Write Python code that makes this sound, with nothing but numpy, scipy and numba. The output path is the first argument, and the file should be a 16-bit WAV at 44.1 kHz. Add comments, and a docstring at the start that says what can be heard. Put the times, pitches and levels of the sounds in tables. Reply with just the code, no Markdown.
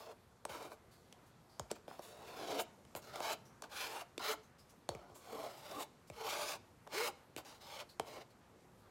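"""A quiet small room hums throughout, heard by a phone above the table. A steel palette knife first
drags paint lightly over a stretched canvas: dense slips of its edge drive the drum-like cloth and the
thin blade. Then come sharp taps, fingers brushing the handle and short skids. From 2 s the strokes dig
in, and on the fastest the edge hops from thread to thread and hums. A hard tap near 8 s opens the last
light stroke, and two faint finger brushes close the scene."""
import sys
import numpy as np
from scipy import signal
from scipy.fft import rfft, irfft
from scipy.io import wavfile
from scipy.ndimage import uniform_filter1d
from numba import njit

SR = 44100
rng = np.random.default_rng(int(sys.argv[2]) if len(sys.argv) > 2 else 0)


def transcribe(u):
    """Save the signal u as a 16-bit wav file named by the first command-line argument.

    u: samples, shape (n,) or (channels, n), limited to [-1, 1]; the rate is SR.
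    q: integer samples, one column per channel.
    """
    v = np.clip(np.atleast_2d(u).T, -1, 1)
    q = np.round(v * 32767).astype(np.int16)
    wavfile.write(sys.argv[1], SR, q)


N = 392490


def undb(db):
    return 10 ** (np.asarray(db) / 20)


def unit(x):
    return x / np.sqrt(np.mean(x ** 2))


def add(out, start_s, sound):
    i = int(start_s * SR)
    out[i:i + len(sound)] += sound[:N - i]


def walk(per_s):
    """Smooth random modulation with a spread near 1."""
    hold = int(SR / per_s)
    steps = np.repeat(rng.standard_normal(N // hold + 1), hold)
    return 1.3 * uniform_filter1d(uniform_filter1d(steps, hold), hold)[:N]


def band(x, lo_hz, hi_hz):
    sos = signal.butter(2, [lo_hz, min(hi_hz, .45 * SR)], "band", fs=SR, output="sos")
    return signal.sosfilt(sos, x)


def colour(x, curve):
    """EQ a noise along (Hz, dB) points, at unit RMS."""
    hz, db = np.transpose(curve)
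    bins_hz = np.arange(len(x) // 2 + 1) * SR / len(x) + 1
    return unit(irfft(rfft(x) * undb(np.interp(np.log(bins_hz), np.log(hz), db)), len(x)))


def patchy(x, lo_hz, hi_hz, drift_db, count):
    """Bands that each swell on their own, kept in phase so that they join without notches."""
    edges = np.geomspace(lo_hz, min(hi_hz, .45 * SR), count + 1)
    cuts = (signal.butter(2, e, "band", fs=SR, output="sos") for e in zip(edges, edges[1:]))
    return unit(sum(undb(drift_db * walk(17)) * signal.sosfiltfilt(cut, x) for cut in cuts))


def mode(x, hz, t60):
    """One damped resonance; its gain to noise does not depend on the decay."""
    r = np.exp(-np.log(1000) / (t60 * SR))
    poles = [1, -2 * r * np.cos(2 * np.pi * hz / SR), r * r]
    return signal.lfilter([1, 0, -1], poles, x) * np.sqrt(1 - r)


def near(hz, focus_hz, fall_db):
    """Gain of a mode: full at the driven focus, fall_db weaker an octave away."""
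    return undb(-fall_db * np.log2(hz / focus_hz) ** 2)


@njit
def swept_band(x, hz, q):
    """State-variable band-pass whose centre moves; gain 1 at the centre."""
    y, band_state, low_state = np.empty(len(x)), 0., 0.
    for i in range(len(x)):
        g = np.tan(np.pi * hz[i] / SR)
        v = (band_state + g * (x[i] - low_state)) / (1 + g * (g + 1 / q))
        band_state, low_state, y[i] = 2 * v - band_state, low_state + 2 * g * v, v / q
    return y


# EQ of the room tone: (frequency [Hz], relative level [dB])
ROOM_EQ = [(24, 1), (40, -11), (124, -2), (147, -4.5), (220, -5.5), (329, -11), (363, -4.5), (402, -11),
           (455, -8), (646, -11.5), (965, -12.5), (2770, -26), (16000, -35)]
ROOM_DB = -64.5


def room_tone():
    """A bed of low hum and hiss, wavering a little."""
    level = undb(ROOM_DB + .5 * walk(1.5))
    return level * patchy(colour(rng.standard_normal(N), ROOM_EQ), 25.5, 14500, drift_db=1.6, count=12)


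# one envelope a stroke, touch to lift: (time [s], level [dB], rasp over that level [dB])
STROKE_ENVELOPES = [
    [(0.0, -56.5, -4.5), (0.048, -60.5, -6), (0.064, -49.5, -10.5), (0.086, -52, -15), (0.098, -55, -11.5),
     (0.11, -53, -11), (0.118, -55, -8)],
    [(0.475, -64, -17), (0.499, -49, -3), (0.619, -51.5, -11.5), (0.629, -57, 0), (0.641, -49.5, -9.5),
     (0.695, -61.5, -8), (0.727, -55, -11), (0.742, -62, -7)],
    [(2.02, -59.5, -2), (2.188, -59.5, -9), (2.194, -54.5, -12), (2.29, -54.5, -6), (2.574, -41.5, -9),
     (2.604, -32.5, -9.5), (2.62, -46, -6.5)],
    [(3.02, -62, -4.5), (3.152, -50.5, -8.5), (3.158, -49, -4.5), (3.194, -46.5, -10), (3.204, -46.5, -10),
     (3.23, -45.5, -3.5), (3.332, -40.5, -3.5), (3.345, -48.5, -7.5)],
    [(3.695, -67, 0), (3.709, -58.5, -5), (3.763, -49, 0.5), (3.811, -47.5, 1.5), (3.981, -48.5, -6.5),
     (4.001, -50.5, 0), (4.015, -45.5, -5.5), (4.022, -51, -4.5)],
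    [(4.195, -46, -13), (4.207, -45.5, -7.5), (4.229, -46, -1.5), (4.291, -42, -1), (4.313, -35.5, -4),
     (4.327, -48.5, 0), (4.335, -39.5, -12.5), (4.342, -52.5, -8)],
    [(5.21, -66, -4), (5.352, -46, -13), (5.47, -50.5, -9.5), (5.542, -59.5, -5), (5.61, -60.5, -1.5),
     (5.778, -45, -12), (5.808, -41, -10), (5.83, -49, 0)],
    [(6.115, -59, -17), (6.135, -65, -2.5), (6.201, -48.5, -9), (6.285, -44.5, -5), (6.293, -46.5, 4),
     (6.329, -44.5, -2), (6.531, -45, -2), (6.558, -49.5, -5.5)],
    [(6.89, -66, -10), (6.902, -64, -4), (6.928, -48.5, -1.5), (6.986, -43, 1.5), (7.006, -39, -3),
     (7.026, -42, 1), (7.078, -38, -2), (7.092, -46, -7.5)],
    [(7.447, -66, 0), (7.455, -58, 0), (7.581, -68, -1), (7.591, -85, 6), (7.615, -64.5, 1.5),
     (7.787, -48, -4), (7.803, -49.5, 1), (7.82, -50.5, -5)],
    [(8.025, -60, -19), (8.047, -60, -7), (8.091, -56, -2.5), (8.181, -49.5, -12.5), (8.211, -55, -5.5),
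     (8.222, -59, -2)],
]
# how the blade lies, a row a stroke: (hiss over rasp at start [dB], at end [dB], hiss flick at lift [dB],
# tilt to the pinned cloth at lift [dB], canvas focus [Hz], blade focus at start [Hz], at end [Hz])
BLADE_HOLDS = [(-2.5, -13, 2, 0, 820, 3500, 3400), (-8, -1, 0, 0, 754, 2300, 2400),
               (-2, -11, 15.5, 10, 680, 3900, 2950), (-4.5, -11.5, 5, 6, 757, 4400, 2700),
               (-8, -7, 0, -2, 814, 3700, 2600), (-9.5, -5, 6.5, 0, 914, 4000, 3400),
               (-4.5, -4, 2, 3, 740, 3200, 3600), (-8.5, -5, 0, 1, 836, 2840, 3540),
               (-8.5, -6, 6, 0, 822, 2970, 2660), (-7, -11, 0, 1, 728, 5000, 2640),
               (-5, -11.5, -4, 3, 680, 3200, 2700)]
LIFT_DB_PER_S, LIFT_S, FLICK_S, SWELL_S = 1000, .05, .02, .08
CANVAS_OCT_PER_DB, MEAN_RASP_DB = 0.0427, -7.5  # brighter moments drive higher canvas modes
WANDER_OCT, WANDER_PER_S = .05, 12  # each focus drifts as the grip changes


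def strokes():
    """The knife drags through paint: stroke envelopes, laid over those of the skids, play the scrape."""
    t = np.arange(N) / SR
    gain, rasp_db, hiss_db, canvas_hz, blade_hz = skid_envelopes()
    pin_db = np.zeros(N)
    for envelope, hold in zip(STROKE_ENVELOPES, BLADE_HOLDS):
        times, level_db, treble_db = np.transpose(envelope)
        first_db, last_db, flick_db, swell_db, focus_hz, first_hz, last_hz = hold
        on = (t >= times[0]) & (t < times[-1] + LIFT_S)
        to_lift_s = times[-1] - t[on]
        gain[on] = undb(np.interp(t[on], times, level_db) + LIFT_DB_PER_S * np.minimum(to_lift_s, 0))
        rasp_db[on] = np.interp(t[on], times, treble_db)
        flick = flick_db * np.exp(-(np.maximum(to_lift_s, 0) / FLICK_S) ** 2)
        hiss_db[on] = rasp_db[on] + np.linspace(first_db, last_db, on.sum()) + flick
        pin_db[on] = swell_db * np.exp(-(np.maximum(to_lift_s, 0) / SWELL_S) ** 2)
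        canvas_hz[on] = focus_hz * 2 ** (CANVAS_OCT_PER_DB * np.clip(rasp_db[on] - MEAN_RASP_DB, -8, 8))
        blade_hz[on] = np.geomspace(first_hz, last_hz, on.sum())
    canvas_hz *= 2 ** (WANDER_OCT * walk(WANDER_PER_S))
    blade_hz *= 2 ** (WANDER_OCT * walk(WANDER_PER_S))
    return scrape(uniform_filter1d(gain, size=128), rasp_db, hiss_db, pin_db, canvas_hz, blade_hz)


# EQ of the slips heard straight off the edge: (frequency [Hz], relative level [dB])
EDGE_EQ = [(940, 9), (1600, -1.5), (2120, -11), (2940, -9), (3490, -14), (4490, -5), (8390, -15.5),
           (12000, -16), (16000, -20.5)]


def scrape(gain, rasp_db, hiss_db, pin_db, canvas_hz, blade_hz):
    """Slips drive the canvas for body and the blade for rasp, and are heard directly as grit and hiss."""
    force = slips()
    drum = canvas_drum(force * gain * undb(-pin_db / 2), canvas_hz)
    # the patch of cloth pinned by the blade sings at a pitch that follows the canvas focus
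    pinned = swept_band(force * gain * undb(pin_db / 2), canvas_hz, q=18.)
    pinned /= np.std(swept_band(force, canvas_hz, q=7.7))
    steel = blade_ring(force, blade_hz)
    edge = colour(force, EDGE_EQ)
    grit = patchy(edge, 1500, 6500, drift_db=2., count=9)
    hiss = gain * undb(hiss_db) * patchy(edge, 6500, 17000, drift_db=2., count=9)
    rasp = gain * undb(rasp_db) * (steel + undb(-4.5) * grit)
    return undb(1.5) * drum + undb(-5.5) * pinned + hand_echo(rasp) + hiss


def slips(per_s=6000, scatter_db=4., patchy_db=1.5):
    """The edge catches threads and paint ridges: dense clicks in patches; paint cushions the largest."""
    hit = rng.random(N) < per_s / SR
    size = undb(scatter_db * np.clip(rng.standard_normal(N), -2, 2) + patchy_db * walk(90))
    clicks = hit * np.sign(rng.standard_normal(N))
    return unit(size * (clicks + 0.43 * rng.standard_normal(N)))


# drum modes of the stretched canvas: (frequency [Hz], decay t60 [s], level [dB])
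CANVAS_MODES = [(224.5, 0.16, -0.5), (301.2, 0.13, -1.5), (354.6, 0.091, -1), (449.4, 0.049, 1.5),
                (546, 0.055, -2.5), (601.5, 0.06, 0), (700, 0.062, -6), (788, 0.039, -2), (891, 0.031, -3),
                (1010, 0.02, -1), (1143, 0.023, -0.5), (1301, 0.012, 0), (1490, 0.016, -3.5),
                (1554, 0.039, -17.5)]


def canvas_drum(force, focus_hz):
    """The cloth resonates like a drumhead, most near the focus, and rings on when the blade lifts."""
    weights = [undb(db + 2.5 * walk(14)) * near(hz, focus_hz, 6.) for hz, _, db in CANVAS_MODES]
    total = np.sqrt(sum(w ** 2 for w in weights))
    return sum((-1) ** k * mode(force * weights[k] / total, hz, t60)
               for k, (hz, t60, _) in enumerate(CANVAS_MODES))


# bending modes of the steel blade: (frequency [Hz], decay t60 [s], level [dB])
BLADE_MODES = [(2207, 0.046, 0.5), (2390, 0.01, 6), (2713, 0.0079, 2), (3050, 0.028, -3), (3550, 0.0046, 2),
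               (3950, 0.016, -2.5), (4440, 0.11, -5.5), (4990, 0.013, -8), (5420, 0.017, -1),
               (6100, 0.01, -1)]


def blade_ring(force, focus_hz):
    """The blade rings in its modes, plus one resonance that glides as bending changes its free length."""
    weights = [undb(db + 3.5 * walk(9)) * near(hz, focus_hz, 8.) for hz, _, db in BLADE_MODES]
    total = np.sqrt(sum(w ** 2 for w in weights))
    ring = sum(w * mode(force, hz, t60) for w, (hz, t60, _) in zip(weights, BLADE_MODES)) / total
    flexed = swept_band(force, focus_hz, q=8.)
    return undb(-6) * unit(ring) + undb(-13) * unit(flexed)


def hand_echo(rasp, extra_path_m=.36, echo_db=-9):
    """The rasp also bounces off the hand: a comb filter that shifts as the hand moves."""
    lag = extra_path_m / 343 * SR * (1 + .12 * walk(2.5))
    bounce = np.interp(np.arange(N) - lag, np.arange(N), rasp)
    return (rasp + undb(echo_db) * bounce) / np.hypot(1, undb(echo_db))


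# the blade touches down or snags: (time [s], body peak [dB], crack over body [dB], canvas focus [Hz],
# crack focus [Hz], thud gain over body [dB])
TAP_CUES = [(0.452, -32.5, 0.5, 864, 7600, -29), (0.496, -42, -9, 573, 2730, -1),
            (0.718, -42.5, -8, 950, 4000, -36), (1.126, -57, 13.5, 500, 3200, -27),
            (1.596, -33, 3, 850, 6240, -1.5), (1.714, -29.5, 4, 478, 7000, -26),
            (1.88, -39, -11, 585, 3090, -40), (1.911, -42, -19, 980, 3270, -26),
            (1.993, -35.5, -12, 640, 5400, -42), (2.492, -42, -24, 654, 3940, -4),
            (2.851, -59.5, 6.5, 1030, 2830, -22), (2.951, -34.5, 1, 608, 2750, -9),
            (3.022, -56, -9, 484, 3070, 5), (3.158, -37, 0, 730, 3280, -29),
            (3.204, -31.5, -3, 780, 2900, -22), (3.622, -40.5, 6, 880, 5340, -38),
            (4.179, -35.5, 4.5, 412, 3500, -40), (4.89, -27, -1, 642, 3970, -8),
            (4.95, -40.5, -1.5, 486, 2530, 1), (5.099, -49, -15, 624, 2620, -1),
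            (5.713, -52, 9, 711, 4830, -32), (5.826, -46, 4, 700, 2350, -40), (6.1, -40, -2, 587, 2580, 1),
            (6.867, -47, -16, 883, 4220, -21), (6.874, -44.5, 0.5, 865, 3250, -24),
            (6.937, -39, -12, 560, 3590, -22), (7.364, -38.5, 6.5, 383, 2760, -6),
            (7.45, -54, 3, 622, 3130, -17), (7.997, -25, -3, 730, 3030, -18),
            (8.23, -56, -12, 676, 2700, -10)]
THUD_HZ, THUD_FALL_S, THUD_T60_S = 240, .014, .11  # bending waves of the cloth: the lows arrive late


def taps():
    """A crack of steel with a wet tail, then a slower push: falling knock, canvas ring and late thud."""
    out, t = np.zeros(N), np.arange(SR // 4) / SR
    noises = rng.standard_normal((len(TAP_CUES), len(t)))
    late = np.clip(t - .0012, 0, None)  # the cloth answers after the edge has landed
    push = late * np.exp(-late / 0.00019)
    thud = np.sin(2 * np.pi * THUD_HZ * THUD_FALL_S * np.log(1 + t / THUD_FALL_S))
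    thud *= np.exp(-np.log(1000) * t / THUD_T60_S) * (1 - np.exp(-t / 0.019))
    for (start_s, db, crack_db, canvas_hz, crack_hz, thud_db), noise in zip(TAP_CUES, noises):
        ring = sum(undb(mode_db + noise[-1 - k]) * near(hz, canvas_hz, 4.9) * mode(push, hz, t60)
                   for k, (hz, t60, mode_db) in enumerate(CANVAS_MODES))
        knock_cycles = 1.52 * canvas_hz * 0.004055 * np.log(1 + late / 0.00417)
        knock = np.sin(2 * np.pi * knock_cycles) * late * np.exp(-late / 0.0017)
        body = ring / np.abs(ring).max() + undb(-0.5) * knock / knock.max()
        body /= np.abs(body).max()
        burst = noise * (np.exp(-t / 0.0011) + undb(-24.5) * np.exp(-t / 0.017))
        steel = sum(undb(mode_db) * near(hz, crack_hz, 52.) * mode(burst, hz, t60)
                    for hz, t60, mode_db in BLADE_MODES)
        crack = band(burst, 1450, 9400) + undb(6.5) * band(burst, crack_hz, 1.11 * crack_hz)
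        crack += undb(-12) * steel
        crack /= np.abs(crack).max()
        add(out, start_s, undb(db) * (body + undb(crack_db) * crack + undb(thud_db) * thud))
    return out


# fingers on the knife: (time [s], peak [dB], blade note [Hz], decay t60 [s], note over rustle [dB])
BRUSH_CUES = [(0.908, -59, 4470, 0.39, -4), (1.26, -64, 3510, 0.18, -19), (1.488, -61, 4730, 0.8, 6),
              (3.449, -58.5, 5760, 0.21, 1), (4.4285, -63, 6200, 0.16, 1), (4.582, -58, 5100, 0.16, 2),
              (4.691, -56.5, 6050, 0.14, -6), (5.143, -52, 7350, 0.32, -8), (6.0693, -57.5, 5000, 0.15, -6),
              (7.889, -52, 4400, 0.14, 6), (8.2974, -62.5, 4400, 0.11, -2), (8.7794, -66, 4550, 0.2, -16)]


def finger_brushes(attack_s=0.011):
    """Fingers brush handle and blade: faint treble rustles that each excite one blade note."""
    out, t = np.zeros(N), np.arange(SR // 3) / SR
    for start_s, db, hz, t60, note_db in BRUSH_CUES:
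        noise = rng.standard_normal(len(t))
        envelope = (1 - np.exp(-t / attack_s)) * np.exp(-np.log(1000) * t / t60)
        rustle = unit(band(noise, 2300, 13000))
        note = unit(mode(noise, hz, t60=0.0054))
        brush = envelope * (rustle + undb(note_db) * note)
        add(out, start_s, undb(db) * brush / np.abs(brush).max())
    return out


# short skids: (time [s], level [dB], rasp over that level [dB], hiss over that level [dB], fade [s])
SKID_CUES = [(1.698, -48.5, -7, -20, 0.036), (1.749, -58, -4, -11, .04), (1.875, -58, -8, -13, 1),
             (2.954, -46.5, -7.5, -3.5, 0.052), (3.63, -48, -9, -18, 0.039), (4.9, -53.5, -15, -22, 0.46),
             (5.146, -56.5, -12, -8, 0.11), (7.37, -45, -5, -9, 0.048)]
SKID_ATTACK_S, SKID_FALL_DB, SKID_CANVAS_HZ, SKID_BLADE_HZ = 0.0094, 27, 733., 3160.


def skid_envelopes():
    """The blade skids as it lands or shifts: scrape controls with a fast attack and a fade."""
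    t = np.arange(N) / SR
    gain, rasp_db, hiss_db = np.zeros((3, N))
    for start_s, db, skid_rasp_db, skid_hiss_db, fade_s in SKID_CUES:
        on = (t >= start_s) & (t < start_s + SKID_ATTACK_S + fade_s)
        age = t[on] - start_s
        fallen_db = SKID_FALL_DB * np.maximum(age - SKID_ATTACK_S, 0) / fade_s
        gain[on] = np.minimum(age / SKID_ATTACK_S, 1) * undb(db - fallen_db)
        rasp_db[on], hiss_db[on] = skid_rasp_db, skid_hiss_db
    return gain, rasp_db, hiss_db, np.full(N, SKID_CANVAS_HZ), np.full(N, SKID_BLADE_HZ)


# fast runs over the weave: (start [s], end [s], thread rate at start [Hz], midway [Hz], at end [Hz],
# level midway [dB])
WEAVE_RUNS = [(2.497, 2.6, 277, 282, 275, -51), (4.27, 4.34, 404, 439, 437, -44),
              (5.748, 5.828, 296, 303, 300, -54.5), (6.92, 7.109, 212.5, 480.6, 350, -43)]


def weave_hum():
    """The edge hops from thread to thread: an unsteady tone that swells and fades, with a weak octave."""
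    out, t = np.zeros(N), np.arange(N) / SR
    waver, flicker = 1 + 0.018 * walk(70), undb(2. * walk(71))
    for start_s, end_s, first_hz, mid_hz, last_hz, db in WEAVE_RUNS:
        on = (t >= start_s) & (t < end_s)
        progress = (t[on] - start_s) / (end_s - start_s)
        arch = np.sin(np.pi * progress)
        hz = first_hz + (last_hz - first_hz) * progress + (mid_hz - (first_hz + last_hz) / 2) * arch
        phase = 2 * np.pi * np.cumsum(hz * waver[on]) / SR
        tone = np.sin(phase) + undb(-14) * np.sin(2 * phase)
        out[on] = np.sqrt(2) * undb(db) * arch ** 1.57 * flicker[on] * tone
    return out


def wall_reverb(x, t60=0.37, predelay_s=.005):
    """The close walls return a short, diffuse tail."""
    t = np.arange(SR // 2) / SR
    tail = band(rng.standard_normal(len(t)), 166, 5700)
    tail *= np.exp(-np.log(1000) * t / t60) * (t > predelay_s)
    return signal.fftconvolve(x, tail / np.sqrt(np.sum(tail ** 2)))[:N]


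def scene():
    """The mono mix: knife up front, a touch of reverb, room tone underneath."""
    knife = strokes() + weave_hum() + taps() + finger_brushes()
    return (knife + undb(-20.5) * wall_reverb(knife) + room_tone())[None]


def record(dry):
    """The phone drops the deepest bass and cuts the top."""
    dry = signal.sosfilt(signal.butter(6, 37, "high", fs=SR, output="sos"), dry)
    return signal.sosfilt(signal.ellip(10, .2, 60, 15900, fs=SR, output="sos"), dry)


dry = scene()
out = record(dry)
transcribe(out)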